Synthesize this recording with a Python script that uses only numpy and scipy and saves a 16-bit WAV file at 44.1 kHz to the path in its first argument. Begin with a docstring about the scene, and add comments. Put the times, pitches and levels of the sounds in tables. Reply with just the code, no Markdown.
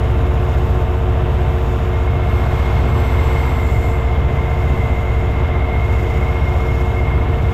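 """Inside the cab of a freight locomotive, a twelve-cylinder two-stroke diesel runs at full, governed speed.
Its exhaust throbs once a turn and booms in the cab; gears growl, injectors and valves clatter,
and fans and pumps hum and whine. Wheels rumble underneath and roar over a rough stretch of rail.
On a curve their flanges sing, hiss and squeal against the rail. Air hisses faintly throughout."""
import sys
import numpy as np
from scipy import signal
from scipy.fft import rfft, irfft
from scipy.io import wavfile
from scipy.ndimage import uniform_filter1d, minimum_filter1d

SR = 44100
rng = np.random.default_rng(int(sys.argv[2]) if len(sys.argv) > 2 else 0)


def wav_out(sig):
    """Save sig, one row per channel (or a flat mono array), as 16-bit PCM at SR to the path in sys.argv[1]."""
    wavfile.write(sys.argv[1], SR, np.round(np.clip(np.atleast_2d(sig).T, -1, 1) * 32767).astype(np.int16))


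N = 332073

SHAFT_HZ = 15.19
# Moments when the flange presses on the rail. Each row: start in seconds, start of the release
# in seconds, hiss level in dB, boost to the wheel's song in dB.
FLANGE_GRAZES = [(2.2, 2.8, -55, 1), (2.8, 3.903, -50.5, 2.5), (5.5, 5.9, -76, 4), (6.096, 6.72, -63.5, 5),
                 (6.85, 7.148, -70.5, 3.5)]
GRAZE_ATTACK_S, GRAZE_RELEASE_S = 0.14, 0.17


def undb(db):
    """Decibels to gain."""
    return 10 ** (np.asarray(db) / 20)


def unit(x):
    """Scale to rms 1."""
    return x / np.std(x)


def curve(rows):
    """Join (seconds, value) rows by straight lines."""
    return np.interp(np.arange(N) / SR, *np.transpose(rows))


def swell(start, end, attack, release):
    """Rise from 0 to 1 after start, hold until end, then fall back; times in seconds."""
    hold_end = max(end, start + attack)
    return curve([(start, 0), (start + attack, 1), (hold_end, 1), (hold_end + release, 0)])


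def walk(rate, count=512, size=4096):
    """A smooth random drift that changes about rate times a second, with a spread near 1."""
    smooth = signal.resample(rng.standard_normal(count), size)
    return np.interp(np.arange(N) / SR * rate, np.arange(size) * count / size, smooth)


def tone(cycles):
    """A sine of rms 1 that starts anywhere in its cycle."""
    return np.sqrt(2) * np.sin(2 * np.pi * (cycles + rng.random()))


def colour(x, points):
    """Give a flat sound of rms 1 a spectrum of (Hz, dB per Hz) points."""
    hz, db = np.transpose(sorted(points))
    f = np.maximum(np.fft.rfftfreq(N, 1 / SR), 1)
    gain = undb(np.interp(np.log(f), np.log(hz), db))
    return irfft(rfft(x) * gain * np.sqrt(SR / 2), N)


def resonate(x, modes):
    """Ring steep-sided resonances (Hz, width in Hz, dB) side by side."""
    f = np.maximum(np.fft.rfftfreq(N, 1 / SR), 1)
    response = sum(undb(db) / (1 + 1j * (f / hz - hz / f) * hz / width) ** 2 for hz, width, db in modes)
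    return irfft(rfft(x) * response, N)


def crankshaft(start_turns=.5, wander_turns=0.0013):
    """Turns made so far; the governor holds the speed almost perfectly."""
    return start_turns + np.arange(N) / SR * SHAFT_HZ + wander_turns * walk(6)


def exhaust_drone(turns, spread_turns=.125, waver_db=0.53):
    """The exhaust throbs once a turn; the cab delays each higher order more, which rounds the throb."""
    # The engine's harmonics. Each row: multiple of the crankshaft rate, level in dB.
    engine_orders = [(1, -31.5), (4, -19), (5, -20.5), (6, -27.5), (7, -25.5), (8, -51), (10, -42),
                     (11, -42.5), (13, -40), (15, -44.5), (16, -39), (17, -41.5), (28, -43.5), (30, -32.5),
                     (69, -52.5), (77, -46.5), (90, -48)]
    drone = 0
    for order, db in engine_orders:
        delayed_turns = turns - spread_turns * order
        harmonic = np.sqrt(2) * np.sin(2 * np.pi * order * delayed_turns)
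        drone += undb(db + waver_db * walk(3.7)) * harmonic
    return drone


def gear_growl(turns, waver_db=0.5, load_db=0.2):
    """The gear train growls in a cluster of close orders, rising and falling a little with the load."""
    # The tones of the gears. Each row: multiple of the crankshaft rate, level in dB.
    gear_orders = [(36, -44.5), (37, -47.5), (40, -47.5), (41, -43.5), (42, -42.5), (43, -45), (44, -47.5),
                   (45, -40), (46, -45), (49, -43.5), (50, -52)]
    growl = sum(undb(db + waver_db * walk(5)) * tone(order * turns) for order, db in gear_orders)
    return growl * undb(load_db * walk(2.26))


def fan_throb(turns, gain_db=1.0, fan_hz=358.3, fan_db=-3.0, order=24):
    """A fan hums just under twice the firing rate and beats with the engine six times a second."""
    # The loudness contour of the throb. Each row: time in seconds, relative level in dB.
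    contour = [(0.0, -32), (0.27, -31.5), (1.53, -31), (4.36, -36), (6.96, -33), (7.53, -35.5)]
    engine = tone(order * turns)
    fan = undb(fan_db) * tone(fan_hz * np.arange(N) / SR)
    return unit(engine + fan) * undb(curve(contour) + gain_db)


def clatter(turns, rattle_db=-1.5, ring_db=-8.5, ring_top_hz=1400,
            knock_db=-6, knock_turns=0.036, uneven_db=2.5, cylinders=12):
    """Injectors and valves: each cylinder knocks once a turn with its own strength, and panels ring."""
    # Clatter through the bulkhead. Each row: frequency in Hz, relative level in dB per Hz.
    bulkhead_spectrum = [(150, -86), (500, -61.5), (620, -58.5), (715, -55), (850, -63), (1030, -60),
                         (1250, -63.5), (1500, -65.5), (1900, -69), (2350, -72), (2600, -71), (3780, -78),
                         (4180, -92.5), (8000, -120)]
    turn_samples = int(SR / SHAFT_HZ)
    grid = np.arange(turn_samples)
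    place = turns % 1 * turn_samples
    knocks = 0
    for k, (strength, offset) in enumerate(rng.standard_normal((cylinders, 2))):
        firing_angle = k / cylinders + .015 * offset  # the two banks of the vee fire unevenly
        turns_since = (grid / turn_samples - firing_angle) % 1
        knocks += undb(uneven_db * strength) * np.exp(-turns_since / knock_turns)
    envelope = 1 + undb(knock_db) * knocks / knocks.mean()
    rattle = unit(np.interp(place, grid, envelope) * rng.standard_normal(N))
    # the lower panel modes ring on between knocks, the same on every turn
    lowpass = 1 / (1 + (np.fft.rfftfreq(turn_samples, 1 / SR) / ring_top_hz) ** 4)
    phases = np.exp(2j * np.pi * rng.random(len(lowpass)))
    one_turn = irfft(lowpass * phases, turn_samples) * np.sqrt(turn_samples)
    ring = np.interp(place, grid, one_turn)
    return colour(undb(rattle_db) * rattle + undb(ring_db) * ring, bulkhead_spectrum)


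def auxiliaries(waver_db=2, slip_cycles=0.051):
    """Fans, pumps and alternator hum at their own speeds and beat against the engine orders."""
    # The tones of these machines. Each row: pitch in Hz, level in dB.
    machine_tones = [(29.9, -43), (716.5, -40), (889.7, -45.5), (895.8, -43.5), (1009.7, -49.5),
                     (1055.2, -47), (2127.9, -55), (2661.1, -54.5)]
    t = np.arange(N) / SR
    return sum(undb(db + waver_db * walk(4.3)) * tone(hz * t + slip_cycles * walk(3.02))
               for hz, db in machine_tones)


def deep_hum(hz=138.76, level_db=-30.0, slip_cycles=0.21, surge_db=2.5, surge_s=0.97, crest_s=4.43):
    """A deep hum, not tied to the crankshaft, surges about once a second and wavers in pitch."""
    t = np.arange(N) / SR
    surge = np.cos(2 * np.pi * (t - crest_s) / surge_s)
    return tone(hz * t + slip_cycles * walk(6)) * undb(level_db + surge_db * surge)


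def running_gear(rumble_db=-1.5, sway_db=1.33, roll_db=-38.5, rough_db=8.5, patchy_db=1.34):
    """The body rumbles and sways; the wheels' roar wanders with the rail and swells on a rough stretch."""
    # The rumble of wheels and body. Each row: frequency in Hz, relative level in dB per Hz.
    rumble_spectrum = [(8, -60), (20, -58), (42, -48.5), (66, -38.5), (100, -41.5), (132, -40.5),
                       (160, -52), (195, -52), (230, -56), (270, -53), (330, -56.5), (450, -57.5),
                       (900, -83), (2000, -110)]
    # The wheels' roar through the floor. Each row: frequency in Hz, relative level in dB per Hz.
    roar_spectrum = [(120, -44), (220, -23), (400, -35.5), (700, -28.5), (1000, -27), (1400, -34),
                     (2000, -38.5), (3600, -45.5), (4300, -54), (6000, -60.5), (9000, -74), (15000, -77)]
    rumble = colour(rng.standard_normal(N), rumble_spectrum) * undb(rumble_db + sway_db * walk(4.86))
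    rough_rail = swell(start=2.1, end=3.24, attack=0.63, release=0.63)
    roar = colour(rng.standard_normal(N), roar_spectrum)
    return rumble + roar * undb(roll_db + rough_db * rough_rail + patchy_db * walk(3.645))


def singing_wheel(hz, split_hz=36, side_db=-6, blur_cycles=0.15, stutter_db=3.0, flutter_db=1.0):
    """Stick-slip rings one wheel mode in a stutter; the wheel's rotation splits it into side tones."""
    t = np.arange(N) / SR
    cycles = np.cumsum(hz * np.ones(N)) / SR
    ring = 0
    for side in (-1, 0, 1):
        stutter = undb(side_db * abs(side) + stutter_db * walk(50))
        ring += stutter * tone(cycles + side * split_hz * t + blur_cycles * walk(50))
    return unit(ring * undb(flutter_db * walk(22)))


def wheel_song(lead_hz=2142, murmur_db=-48.5, sing_db=-39, bite_s=1.8, attack_s=0.33, sputter_db=0.85,
               second_hz=2080, second_db=-40.5, join_s=2.9, leave_s=6.15, sag_hz_per_s=8):
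    """Two wheels of slightly different size sing against each other on the curve."""
    # the leading wheel murmurs until it bites into the curve, and sings louder while its flange presses
    bite = curve([(bite_s, 0), (bite_s + attack_s, 1)])
    pressed_db = sum(boost_db * swell(start, end, GRAZE_ATTACK_S, GRAZE_RELEASE_S)
                     for start, end, _, boost_db in FLANGE_GRAZES)
    lead = singing_wheel(lead_hz) * undb(murmur_db + (sing_db - murmur_db) * bite + pressed_db)
    sagging_hz = second_hz - sag_hz_per_s * (np.arange(N) / SR - join_s)
    joined = swell(join_s, leave_s, attack=0.16, release=0.25)
    second = singing_wheel(sagging_hz, split_hz=18) * undb(second_db) * joined
    return (lead + second) * undb(sputter_db * walk(8.6))


def flange_hiss(light_db=-61.0, fitful_db=1.5, flicker_db=1.0):
    """The flange always rubs lightly, grazes the rail harder in fits, and rings the wheel's high modes."""
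    # The wheel's high resonances. Each row: centre in Hz, width in Hz, relative level in dB.
    wheel_modes = [(4360, 720, 0), (5200, 460, -1), (6170, 430, -2), (7770, 340, 1), (8600, 450, -3),
                   (10300, 3000, -10), (12240, 620, 2), (12740, 440, -4)]
    rub = rng.standard_normal(N) * undb(flicker_db * walk(40))
    power = undb(light_db - fitful_db * walk(2.6)) ** 2
    for start, end, hiss_db, _ in FLANGE_GRAZES:
        power += (undb(hiss_db) * swell(start, end, GRAZE_ATTACK_S, GRAZE_RELEASE_S)) ** 2
    return unit(resonate(rub, wheel_modes)) * np.sqrt(power)


def flange_squeals(width_hz=240, scrape_db=0.3):
    """Now and then a single high mode catches, swells with a scrape and lets go."""
    # Thin squeals. Each row: start in seconds, length in seconds, pitch in Hz, level at the crest in dB.
    catches = [(-.3, .85, 10180, -67), (2.8, 1.34, 7600, -55.5), (3.0, .97, 12170, -61),
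               (3.6, .35, 6960, -55), (4.75, .66, 6820, -61), (6.2, 0.62, 5450, -62),
               (6.68, 0.18, 5400, -62)]
    t = np.arange(N) / SR
    squeals = 0
    for start, length, hz, db in catches:
        progress = np.clip((t - start) / length, 0, 1)
        arch = np.sqrt(np.abs(np.sin(np.pi * progress)))
        ring = unit(resonate(rng.standard_normal(N), [(hz, width_hz, 0)]))
        squeals += arch * undb(db) * ring
    return squeals * undb(scrape_db * walk(60))


def cab_air(gain_db=-3.0, swell_db=1.75, flicker_db=0.96):
    """Air hisses faintly through the cab, swelling and flickering."""
    # The colour of the hiss. Each row: frequency in Hz, relative level in dB per Hz.
    air_spectrum = [(2000, -105), (4400, -91), (5300, -88.5), (6450, -92), (6900, -84.5), (7300, -93.5),
                    (7720, -93), (9000, -100), (11400, -100), (12300, -93), (13100, -92), (14200, -104),
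                    (15500, -105)]
    hiss = colour(rng.standard_normal(N), air_spectrum)
    return hiss * undb(gain_db + swell_db * walk(3.14) + flicker_db * walk(60))


def limiter(x, ceiling_db=-5.0, hold_s=0.024):
    """Turn the gain down smoothly around peaks that would pass the ceiling."""
    size = int(hold_s * SR)
    allowed = np.minimum(1, undb(ceiling_db) / (np.abs(x) + 1e-9))
    return x * uniform_filter1d(minimum_filter1d(allowed, size), size)


def scene():
    """Engine, wheels and air, all heard from one place in the cab."""
    turns = crankshaft()
    engine = exhaust_drone(turns) + gear_growl(turns) + fan_throb(turns) + clatter(turns)
    hums = auxiliaries() + deep_hum()
    wheels = running_gear() + wheel_song() + flange_hiss() + flange_squeals()
    return (engine + hums + wheels + cab_air())[None]


def record(dry):
    """A limiter holds down the strongest booms and a steep low-pass cuts the very top."""
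    top_hz = 15700
    lowpass = signal.ellip(10, .2, 70, top_hz, fs=SR, output="sos")
    return signal.sosfilt(lowpass, limiter(dry))


dry = scene()
out = record(dry)
wav_out(out)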